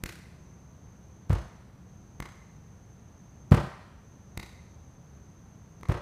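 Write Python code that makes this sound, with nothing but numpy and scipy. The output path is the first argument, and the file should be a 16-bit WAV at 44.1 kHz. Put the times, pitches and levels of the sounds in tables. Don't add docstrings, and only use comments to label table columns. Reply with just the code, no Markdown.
import sys
import numpy as np
from scipy import signal
from scipy.fft import rfft, irfft, next_fast_len
from scipy.io import wavfile

SR = 44100
rng = np.random.default_rng(int(sys.argv[2]) if len(sys.argv) > 2 else 0)


def pcm_store(signal):
    levels = np.round(np.clip(np.atleast_2d(signal), -1, 1) * 32767)
    wavfile.write(sys.argv[1], SR, levels.astype(np.int16).T)


N = 265041
T = np.arange(N) / SR


def from_db(db):
    return 10 ** (np.asarray(db) / 20)


def rms_one(x):
    return x / np.sqrt(np.mean(x ** 2) + 1e-20)


def at_hz(points, hz, column=1):
    table = np.array(points)
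    return np.interp(np.log(hz + 1e-9), np.log(table[:, 0]), table[:, column])


def butter(x, hz, kind):
    return signal.sosfilt(signal.butter(2, hz, kind, fs=SR, output="sos"), x + 1e-18)


def noise(gain_at):
    size = next_fast_len(N, True)
    hz = np.arange(size // 2 + 1) * SR / size
    return rms_one(irfft(rfft(rng.standard_normal(size)) * gain_at(hz), size)[:N])


def burst(t, rise_s, decay_s):
    return np.exp(-np.minimum(np.where(t < 0, -t / rise_s, t / decay_s), 40))


def ring(drive, modes):
    out = np.zeros(N)
    for hz, width_hz, db in modes:
        r, w = np.exp(-np.pi * width_hz / SR), 2 * np.pi * hz / SR
        mode = signal.lfilter([1, 0, -1], [1, -2 * r * np.cos(w), r * r], drive + 1e-18)
        out += from_db(db) * (1 - r * r) / 2 * mode
    return out


def patter(start_s, rise_s, decay_s, eq, tilt_db=0, crack=0, size=8192, passes=3):
    lead = size // 8
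    envelope = burst((np.arange(size) - lead) / SR, rise_s, decay_s)
    grains = rng.standard_normal(size) * envelope
    grains[lead] += crack * np.sqrt(np.sum(grains ** 2))
    for _ in range(passes):
        flat = irfft(np.exp(1j * np.angle(rfft(grains))))
        grains = flat * np.minimum(3 * envelope, 1)
    hz = np.maximum(np.arange(size // 2 + 1) * SR / size, 1)
    octaves = np.log2(np.maximum(hz / eq[0][0], 1))
    grains = irfft(rfft(grains) * from_db(at_hz(eq, hz) + tilt_db * octaves))
    out, start = np.zeros(N + 2 * size), round(start_s * SR)
    out[start:start + size] = rms_one(grains) * np.sqrt(np.mean(envelope ** 2))
    return out[lead:lead + N]


# freq_hz, gain_db
RUMBLE_EQ = [(20, -23), (32, -11), (45, -8), (66, 3), (120, .5), (195, -2.5), (260, -11.5), (500, -18),
             (1000, -22), (2000, -30.5), (3000, -36.5), (5000, -39.5), (8000, -43.5), (15000, -49)]
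def rumble(level_db=-51):
    return from_db(level_db) * noise(lambda hz: from_db(at_hz(RUMBLE_EQ, hz)))


def buzz(bands):
    def gain_at(hz):
        return np.sqrt(sum(from_db(db) ** 2 / width / (1 + ((hz - pitch) / width * 1.4) ** 2) ** 2
                           for pitch, width, db in bands))
    return noise(gain_at)


# pitch_hz, width_hz, gain_db
SINGER_BANDS = [(6300, 30, -1), (6020, 56, -4), (6390, 65, -3), (6310, 280, 0.5)]
CHORUS_BANDS = [(5990, 260, 0)]
# start_s, end_s
SINGER_PHRASES = [(0.42, 1.49), (1.89, 3.52), (4.07, 6.01)]
def insects(song_db=-69.5, rest_db=-83, chorus_db=-77.5, pulse_hz=66.4, depth=0.13):
    swell_db_per_s, fade_db_per_s = 105, 60
    phrases_db = [song_db - swell_db_per_s * np.maximum(start - T, 0)
                  - fade_db_per_s * np.maximum(T - end, 0) for start, end in SINGER_PHRASES]
    level = from_db(np.maximum(np.max(phrases_db, axis=0), rest_db))
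    phase = 2 * np.pi * pulse_hz * T
    throb = 1 + depth * (np.cos(phase) + np.cos(2 * phase))
    return level * throb * buzz(SINGER_BANDS) + from_db(chorus_db) * buzz(CHORUS_BANDS)


# freq_hz, gain_db
SNAP_EQ = [(250, -4), (450, -1.5), (800, 2.5), (1200, 3), (2000, 3.5), (3100, -4.5), (4200, -2), (6000, -3),
           (9000, -3), (15000, -5.5)]
# pitch_hz, width_hz, gain_db
BOARD_RING = [(1530, 210, 2), (1790, 170, 0), (2040, 96, 6)]
# start_s, push_db, snap_db, tilt_db_per_octave, ring_trim_db, pocket_hz
TOE_FLICKS = [(0.0381, -24.5, -28.5, 0.8, -7, 2430), (2.203, -26.5, -36, -1.3, 6, 1130),
              (4.3757, -26, -33, -0.8, -0.5, 3740), (5.833, -42, -39, -5, -4, 1080)]
def toes(edge_s=0.00073, pocket_width_hz=380, pocket_db=3, knock_over_snap_db=24.5):
    out = np.zeros(N)
    for start_s, push_db, snap_db, tilt_db, ring_trim_db, pocket_hz in TOE_FLICKS:
        t = T - start_s + edge_s
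        push = from_db(push_db) * np.tanh(t / edge_s) * burst(t, rise_s=0.0017, decay_s=0.0016)
        crack = from_db(-0.7 + 1.8 * tilt_db)
        snap = from_db(snap_db) * patter(start_s, 0.0013, 0.0014, SNAP_EQ, tilt_db, crack, passes=1)
        pocket = ring(snap, [(pocket_hz, pocket_width_hz, pocket_db)])
        knock_db = snap_db + knock_over_snap_db + ring_trim_db
        knock = from_db(knock_db) * signal.unit_impulse(N, round(start_s * SR))
        out += push + snap + pocket + ring(knock, BOARD_RING)
    return out


# pitch_hz, width_hz, gain_db
FLOOR_BOOM = [(49, 12, 5.5), (65, 11, 3), (103, 17, -5.5), (133.6, 16, -9), (183, 24, -8), (332.5, 12.6, 2),
              (355, 9.7, -7), (494, 19, -1), (562, 11, -12)]
def floor(contacts, low_cut_hz=31):
    return butter(contacts + ring(contacts, FLOOR_BOOM), low_cut_hz, "high")


# freq_hz, gain_db
ROOF_EQ = [(150, -12), (500, -4.5), (1000, 2), (2000, 2), (5000, 2.5), (15000, -6.5)]
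def roof_flutter(first_s=0.0209, bass_trip_s=0.0356, treble_trip_s=0.0323, bass_below_hz=410):
    bass_db, bass_loss_db, treble_db, treble_loss_db = -5.5, 11, -7, 4.5
    bass, treble = np.zeros((2, SR))
    for trip in range(5):
        bass[round((first_s + trip * bass_trip_s) * SR)] += from_db(bass_db - trip * bass_loss_db)
        delay_s = first_s + trip * treble_trip_s
        smear_s = 0.0054 + trip * 0.00067
        ribs = patter(delay_s, 0.001, smear_s, ROOF_EQ, tilt_db=-3 * delay_s)[:SR]
        focus_db = 2.5 * (trip == 1)
        treble += from_db(treble_db - trip * treble_loss_db + focus_db) * rms_one(ribs) / np.sqrt(SR)
    return butter(bass, bass_below_hz, "low") + treble


# freq_hz, level_db, t60_s
HALL_REVERB = [(60, -13.5, 0.23), (168.9, -13, 0.33), (340, -7, 0.43), (606, -6, 0.64), (1090, -3, 0.83),
               (2000, -3, 1.0), (2780, -6, 1), (4160, -2, 1), (8100, -7.5, 0.99), (15000, -14, 0.52)]
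def hall_tail(build_s=0.03):
    t, tail = T[:SR], np.zeros(SR)
    edges = np.geomspace(40, 17000, 25)
    for low, high in zip(edges, edges[1:]):
        hz = np.sqrt(low * high)
        dying = 1e-3 ** (t / at_hz(HALL_REVERB, hz, column=2))
        envelope = dying * (1 - np.exp(-(t / build_s) ** 2))
        wash = rms_one(envelope * butter(rng.standard_normal(SR), [low, high], "band"))
        tail += from_db(at_hz(HALL_REVERB, hz)) * wash * np.sqrt(2 * (high - low)) / SR
    return tail


# freq_hz, gain_db
SLAP_EQ = [(150, 0.5), (250, 1.5), (330, 4), (430, 1), (600, 1), (780, -3), (1200, -4.5), (1800, -10.5),
           (3000, -20.5), (6000, -30.5), (15000, -40)]
def landing(start_s, thump_db, contact_s, slap_db, decay_s, tilt_db=0, rise_s=0.0031):
    u = (T - start_s) / contact_s
    thump = (1 - u ** 2) * np.exp(-np.minimum(u ** 2 / 2, 40))
    slap = patter(start_s, rise_s, decay_s, SLAP_EQ, tilt_db)
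    return from_db(thump_db) * thump + from_db(slap_db) * slap


# start_s, thump_db, slap_db, arch_vs_ball_db, roll_s, heel_thump_db, heel_slap_db, skid_db
FOOT_STAMPS = [(1.3041, -14.5, -31, -12, 0.0315, -20, -43, -35),
               (3.5204, -4, -19, -13.5, 0.0067, -40, -23.5, -32),
               (5.8951, -16, -30.5, -22, 0.0241, -35, -31.5, -41.5)]
def stamps(arch_lag_s=0.0128):
    out = np.zeros(N)
    for start_s, thump_db, slap_db, arch_db, roll_s, heel_db, heel_slap_db, _ in FOOT_STAMPS:
        force = from_db(thump_db)
        contact_s = 0.0015 / force ** 0.19
        ball = landing(start_s, thump_db, contact_s, slap_db, decay_s=0.0059 / force ** 0.52)
        arch = landing(start_s + arch_lag_s, thump_db, contact_s, slap_db - 3, decay_s=0.02, tilt_db=2.7)
        heel_contact_s, heel_decay_s = 0.087 * roll_s, 0.33 * roll_s
        heel = landing(start_s + roll_s, heel_db, heel_contact_s, heel_slap_db, heel_decay_s, tilt_db=0.5)
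        out += ball + from_db(arch_db) * arch + heel
    return out


# freq_hz, gain_db
SKIN_EQ = [(500, 10), (3000, -7), (9000, -10), (15000, -17)]
def skin(touch_lead_s=0.0086, skid_lag_s=0.0255, rise_s=0.00021):
    # start_s, level_db, decay_s
    touches = [(start_s - touch_lead_s, -37, 0.0018) for start_s, *_ in FOOT_STAMPS]
    skids = [(start_s + skid_lag_s, skid_db, 0.0052) for start_s, *_, skid_db in FOOT_STAMPS]
    peel = (5.8115, -45, 0.0009)
    return sum(from_db(level_db) * patter(start_s, rise_s, decay_s, SKIN_EQ)
               for start_s, level_db, decay_s in touches + skids + [peel])


def scene():
    feet = floor(stamps() + toes()) + skin()
    echoes = signal.fftconvolve(feet, roof_flutter() + hall_tail())[:N]
    return (feet + echoes + insects() + rumble())[None]


def record(dry, high_cut_hz=15400):
    return signal.sosfilt(signal.ellip(10, .1, 80, high_cut_hz, fs=SR, output="sos"), dry)


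dry = scene()
out = record(dry)
pcm_store(out)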